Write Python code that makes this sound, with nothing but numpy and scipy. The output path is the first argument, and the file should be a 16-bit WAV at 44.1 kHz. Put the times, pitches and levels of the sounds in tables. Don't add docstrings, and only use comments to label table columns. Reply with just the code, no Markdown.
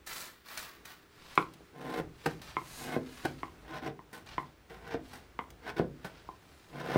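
import sys
import numpy as np
from scipy import signal
from scipy.fft import rfft, irfft, next_fast_len
from scipy.io import wavfile
from scipy.ndimage import map_coordinates

SR = 44100
rng = np.random.default_rng(int(sys.argv[2]) if len(sys.argv) > 2 else 0)


def output_pcm(signal):
    pcm = np.clip(np.atleast_2d(signal).T, -1, 1) * 32767
    wavfile.write(sys.argv[1], SR, np.round(pcm).astype(np.int16))


N = 307377

# [stop t/s, length/s, final level/dB, swell exponent, treble/dB and bass/dB against that level, thump/dB]
PUSHES = [(1.998, .275, -38.5, 1.1, -16.5, 1, -28), (2.964, 0.2, -37.5, 0.93, -16, -2, -18),
          (3.777, 0.24, -37.5, 3.1, -21, -4.5, -54), (3.882, .063, -40.5, 0.17, -21, -1.5, -29),
          (4.944, 0.23, -37.5, 3.5, -24, -8.5, -22.5), (5.697, 0.12, -34.5, 2.6, -22, -7, -49),
          (5.7961, 0.036, -35.5, 0.6, -21.5, -2.5, -15.5), (6.813, 0.13, -40, 1.7, -21.5, -0.5, -45),
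          (6.958, 0.14, -32.5, 0.97, -20.5, 0, -12)]
# [t/s, length/s, level/dB, fade by 20 dB/s, treble/dB against that level, thump/dB]
FLICKS = [(2.26, 0.0098, -27, 0.011, -16.5, -25), (3.251, 0.0047, -26, 0.0071, -18.5, -25.5),
          (4.13, 0.0092, -42.5, 0.074, -9, -48), (4.699, 0.0086, -46, 0.12, -18, -44.5),
          (5.133, 0.0092, -43.5, 0.07, -9.5, -56), (6.046, 0.0042, -38.5, 0.054, -14, -34.5)]
# [t/s, strength/dB, ring f/Hz, hardness/dB]
KNOCKS = [(1.376, 8, 1110, 7.5), (2.567, -1.5, 1022, 5), (3.431, -7, 966, 6), (3.991, -21, 950, 2),
          (4.38, -3, 975, 4.5), (5.39, -5.5, 994, 7), (6.288, -13, 1035, -15)]
# [f/Hz, relative level/dB]
FIZZ = [(3000, -40), (3900, 6.5), (4500, 3), (7500, 4.5), (11000, 1), (15500, -2.5)]


def cutting(split_hz):
    # [f/Hz, relative level/dB]
    fibres = [(30, -56), (70, -37.5), (140, -6), (450, 0.5), (570, -6.5), (850, -5), (1250, -9.5),
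              (1800, -7), (2250, -12), (2700, -14), (4000, -19.5), (5400, -20), (7000, -32.5),
              (15500, -62.5)]
    # [f/Hz, relative level/dB]
    edge = [(1500, -43.5), (3800, 4.5), (4700, 4), (5700, 2.5), (7200, -2), (9000, 1.5), (10500, -4),
            (15500, -3.5)]
    body, treble, bass = gouge_motion()
    snaps = grains(7000, spread_db=1.0, clump_db=2.5, clump_rate=270)
    wood = unit(filtered(snaps, lambda hz: causal(along(fibres, hz) + panel_db(hz))))
    flex = filtered(wood, lambda hz: 1 / (1 + (hz / split_hz) ** 4))
    return body * (wood - flex) + bass * flex + treble * coloured(snaps, edge)


def gouge_motion():
    push_release_s = 0.028
    treble_growth, bass_growth = 0.97, 0.72
    flick_attack_s, flick_bass_db = 0.0058, -3.5
    catch_s, catch_db = 0.015, -24
    body, treble, bass = np.zeros((3, N))
    for s, length, db, swell, treble_db, bass_db, _ in PUSHES:
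        force = envelope(s, length, 0, push_release_s, swell)
        body += amp(db) * force
        treble += amp(db + treble_db) * force ** treble_growth
        bass += amp(db + bass_db) * force ** bass_growth
    for s, length, db, fade, treble_db, _ in FLICKS:
        catch = amp(catch_db) * envelope(s - catch_s, flick_attack_s, catch_s, fade)
        flick = envelope(s, flick_attack_s, length, fade, swell=5.4)
        force = amp(db) * np.maximum(catch, flick)
        body += force
        treble += amp(treble_db) * force
        bass += amp(flick_bass_db) * force
    return body, treble, bass


def knocks():
    free_ring_hz, free_ring_db = 880, 11.5
    track = np.zeros(N)
    for s, db, ring_hz, hard_db in KNOCKS:
        add(track, s, amp(db) * knock(ring_hz, hard_db))
    for s, _, db, *_ in FLICKS:
        add(track, s, amp(db + free_ring_db) * knock(free_ring_hz, hard_db=1))
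    return track


def knock(ring_hz, hard_db):
    # [multiple of the ring pitch, width/Hz, relative level/dB]
    resonances = [(.16, 120, -10.5), (0.359, 250, -5), (.74, 201, -9.5), (1, 252, 2.5), (1.159, 196, -2.5),
                  (2.05, 470, -12.5), (3.1, 730, -26), (4.6, 2200, -44)]

    def response(hz):
        power = 0
        for multiple, width, db in resonances:
            offset = 2 * (hz - multiple * ring_hz) / width
            power = power + amp(2 * db) / (1 + offset ** 2) ** 2.02
        contact_db = hard_db * np.clip(np.log2((hz + 1) / ring_hz), 0, 1)
        spot_db = 1.7 * map_coordinates(rng.standard_normal(len(hz)), [hz / 110])
        level_db = 10 * np.log10(power) + contact_db + spot_db + 0.55 * panel_db(hz)
        return causal(level_db) * bending(hz, travel=0.00141)

    blow = filtered(signal.unit_impulse(SR // 4), response)
    return blow / np.linalg.norm(blow)


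def thumps():
    # [f/Hz, relative level/dB]
    spring = [(25, -46), (55, -6), (120, -4.5), (300, 3.5), (480, 2.5), (700, -5), (950, -12.5),
              (2000, -23.5), (4000, -55), (9000, -70)]
    settle_s, settle_db = 1.606, -45
    shudder_db, shudder_t60 = -5.5, 0.096
    track, t = np.zeros(N), np.arange(SR // 6) / SR

    def response(hz):
        return causal(along(spring, hz) + 0.59 * panel_db(hz)) * bending(hz, travel=0.00076)

    push = filtered(signal.unit_impulse(SR // 4), response)
    push = push / np.abs(push).max()
    releases = [(s, db) for s, *_, db in PUSHES]
    releases += [(s + length, db) for s, length, *_, db in FLICKS]
    releases += [(settle_s, settle_db)]
    for s, db in releases:
        shudder = rng.standard_normal(len(t)) * amp(-60 * t / shudder_t60)
        shaken = signal.fftconvolve(push, shudder / np.linalg.norm(shudder))
        add(track, s, amp(db) * push)
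        add(track, s + 0.002934, amp(db + shudder_db) * shaken)
    return track


def panel_db(hz):
    # [f/Hz, width/Hz, lift/dB]
    modes = [(142, 13.2, 14), (171.3, 17.4, 12), (253.7, 8.1, 10), (321.6, 28, 10.5), (458.2, 20.6, 8.5),
             (640, 9.9, 7), (743, 155, 8), (1037.7, 41, 11), (1488, 153, 8.5), (1775, 13, 5.5),
             (2140, 50, 7)]
    return sum(db / (1 + (2 * (hz - centre) / width) ** 2) for centre, width, db in modes)


def bending(hz, travel):
    return np.exp(-4j * np.pi * travel * np.sqrt(hz * 1000))


def ticks(t60):
    # [t/s, peak level/dB]
    chip_clicks = [(0.0656, -54), (0.5753, -28), (0.855, -37), (1.3544, -38), (1.5372, -45), (2.417, -36.5),
                   (4.263, -50), (4.877, -49), (5.5039, -42)]
    spectrum = [(300, -16), (1500, -5.5), (4000, -9), (15000, -15)]  # [f/Hz, relative level/dB]
    track, t = np.zeros(N), np.arange(SR // 20) / SR
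    for s, db in chip_clicks:
        burst = rng.standard_normal(len(t)) * amp(-60 * t / t60)
        click = coloured(burst, spectrum)
        add(track, s, amp(db) * click / np.abs(click).max())
    return track


def sweeping():
    # [full at t/s, attack/s, hold/s, level/dB, treble/dB against level]
    brushes = [(.07, 0.01, 0.16, -45, -4), (.5, 0.066, 0.067, -49, -9), (.578, 0.0066, 0.04, -46.5, -5),
               (.855, 0.0087, 0.054, -53, -9.5)]
    # [f/Hz, relative level/dB]
    shavings = [(60, -7.5), (300, -9), (800, -2.5), (1300, 2), (1900, 1), (2800, -4), (4500, -4),
                (8000, -22), (15500, -8)]
    shake_db, shake_s = -68, 0.042
    body, treble = rubbing(brushes, release=0.15)
    for s, db, *_ in KNOCKS:
        treble = treble + amp(db + shake_db) * envelope(s, 0.0067, shake_s, shake_s)
    chips = grains(14000, spread_db=1.5, clump_db=2.5, clump_rate=160)
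    splinters = unit(grains(10000, spread_db=1, clump_db=1.5, clump_rate=200))
    stiff = (rng.random(N) < 110 / SR) * rng.standard_normal(N)
    fizz = coloured(splinters + unit(stiff) / 2, FIZZ)
    return body * coloured(chips, shavings) + treble * fizz


def clothes(stir_db):
    # [fastest at t/s, attack/s, hold/s, level/dB, treble/dB against level]
    arm_moves = [(1.34, .26, 0.027, -54.5, -10), (2.29, .17, 0.0089, -56, -7),
                 (2.418, 0.0039, 0.077, -55, -8), (2.79, 0.23, 0.048, -52.5, 2),
                 (3.15, 0.15, 0.12, -54.5, -6.5), (3.41, 0.066, 0.0051, -65.5, -7),
                 (4.263, .003, 0.048, -52.5, -18), (5.12, 0.15, .02, -59, -7),
                 (6.18, 0.25, 0.0067, -61.5, -19), (6.55, 0.4, 0.41, -67, -6)]
    # [f/Hz, relative level/dB]
    rustle = [(80, 7.5), (350, -3.5), (1000, 5.5), (2000, 4), (3000, 2.5), (5000, -1), (7000, -14.5),
              (15500, -38)]
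    body, treble = rubbing(arm_moves, release=0.18)
    settling = np.interp(np.arange(N) / SR, [0, 3.2, 3.6], [1, 1, .5])
    stir = amp(stir_db + 1.2 * wobble(36)) * settling
    threads = grains(16000, spread_db=4.5, clump_db=2.3, clump_rate=120)
    swish = skimmed(coloured(rng.standard_normal(N), FIZZ), delay=.00053, bounce_db=-13)
    return (body + stir) * coloured(threads, rustle) + (treble + stir / 2) * swish


def rubbing(rows, release):
    body, treble = np.zeros((2, N))
    for s, attack, hold, db, treble_db in rows:
        speed = envelope(s, attack, hold, release)
        body += amp(db) * speed
        treble += amp(db + treble_db) * speed ** 1.3
    return body, treble


def skimmed(x, delay, bounce_db):
    now = np.arange(N)
    lag = delay * SR * (1 + 0.088 * wobble(2.97))
    bounce = np.interp(now - lag, now, x)
    return unit(x + amp(bounce_db) * bounce)


def workshop(x, clutter_db, tail_db):
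    # [delay/s, level/dB]
    walls = [(.00795, -11.5), (.0192, -16.5), (.0252, -28.5), (.049, -18)]
    # [f/Hz, fall time/s]
    tail_times = [(100, 0.69), (320, 0.39), (700, 0.24), (2000, 0.19), (6000, 0.15), (15000, 0.019)]
    wet = x.copy()
    dull = filtered(x, lambda hz: amp(along([(2000, -3.0), (9000, -5)], hz)))
    for delay, db in walls:
        add(wet, delay, amp(db) * dull)
    hop = SR // 3
    for start in range(0, N, hop):
        hz, t, z = signal.stft(rng.standard_normal(SR // 2), SR, nperseg=256)
        fade = amp(-60 * t / along(tail_times, hz)[:, None])
        tail = signal.istft(z * fade, SR, nperseg=256)[1]
        clutter = rng.standard_normal(len(tail)) * amp(-60 * np.arange(len(tail)) / SR / 0.034)
        answer = amp(tail_db) * tail / np.linalg.norm(tail)
        answer = answer + amp(clutter_db) * clutter / np.linalg.norm(clutter)
        add(wet, start / SR + .002, signal.fftconvolve(x[start:start + hop], answer))
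    return wet


def background():
    # [f/Hz, relative level/dB]
    air_spectrum = [(15, -40), (25, -27), (66, 0.5), (200, -3.5), (400, 0.5), (600, -13), (1400, -8.5),
                    (4000, -18.5), (11000, -28.5), (15000, -31)]
    # [f/Hz, relative level/dB]
    rumble_spectrum = [(15, -23), (35, -30), (52, 3), (100, -7.5), (300, -21.0), (700, -16.5), (3000, -52)]
    thin_tone_hz = 15500
    t = np.arange(N) / SR
    drift_db, sway_db = 1.2 * wobble(5), 2.5 * wobble(8)
    air = amp(-62.0 + drift_db) * coloured(rng.standard_normal(N), air_spectrum)
    thin_tone = amp(-76.5) * np.sin(2 * np.pi * thin_tone_hz * t + wobble(60))
    lean_db = np.interp(t, [1.1, 2.3], [-69, -60])
    rumble = coloured(rng.standard_normal(N), rumble_spectrum)
    return air + thin_tone + amp(lean_db + sway_db) * rumble


def grains(rate, spread_db, clump_db, clump_rate):
    happens = rng.random(N) < rate / SR
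    size_db = spread_db * rng.standard_normal(N) + clump_db * wobble(clump_rate)
    return happens * rng.standard_normal(N) * amp(size_db)


def wobble(rate):
    return map_coordinates(rng.standard_normal(int(N * rate / SR) + 4), [np.arange(N) * rate / SR], order=2)


def envelope(s, attack, hold, release, swell=1):
    t = np.arange(N) / SR - s
    rise = np.clip(1 + t / attack, 0, 1) ** swell
    return rise * amp(-20 * np.clip((t - hold) / release, 0, 10))


def coloured(x, spectrum):
    return unit(filtered(x, lambda hz: causal(along(spectrum, hz))))


def filtered(x, response):
    size = next_fast_len(len(x) + 8192)
    return irfft(rfft(x, size) * response(np.fft.rfftfreq(size, 1 / SR)), size)[:len(x)]


def causal(db):
    cepstrum = irfft(np.log(amp(db)))
    half = len(cepstrum) // 2
    return np.exp(rfft(np.r_[cepstrum[0], 2 * cepstrum[1:half], np.zeros(half)]))


def along(points, hz):
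    f, v = np.transpose(points)
    return np.interp(np.log(hz + 1), np.log(f + 1), v)


def add(track, s, x):
    room_left = track[round(s * SR):]
    room_left[:len(x)] += x[:len(room_left)]


def amp(db):
    return 10 ** (np.asarray(db) / 20)


def unit(x):
    return x / np.sqrt(np.mean(x ** 2) + 1e-20)


def scene():
    tool = cutting(split_hz=720) + knocks() + thumps()
    work = tool + ticks(t60=0.032) + sweeping() + clothes(stir_db=-76.5)
    heard = workshop(work, clutter_db=-12, tail_db=-10.5)
    return (heard + background())[None]


def record(dry):
    top_hz = 15830
    return np.array([filtered(channel, lambda hz: hz < top_hz) for channel in dry])


dry = scene()
out = record(dry)
output_pcm(out)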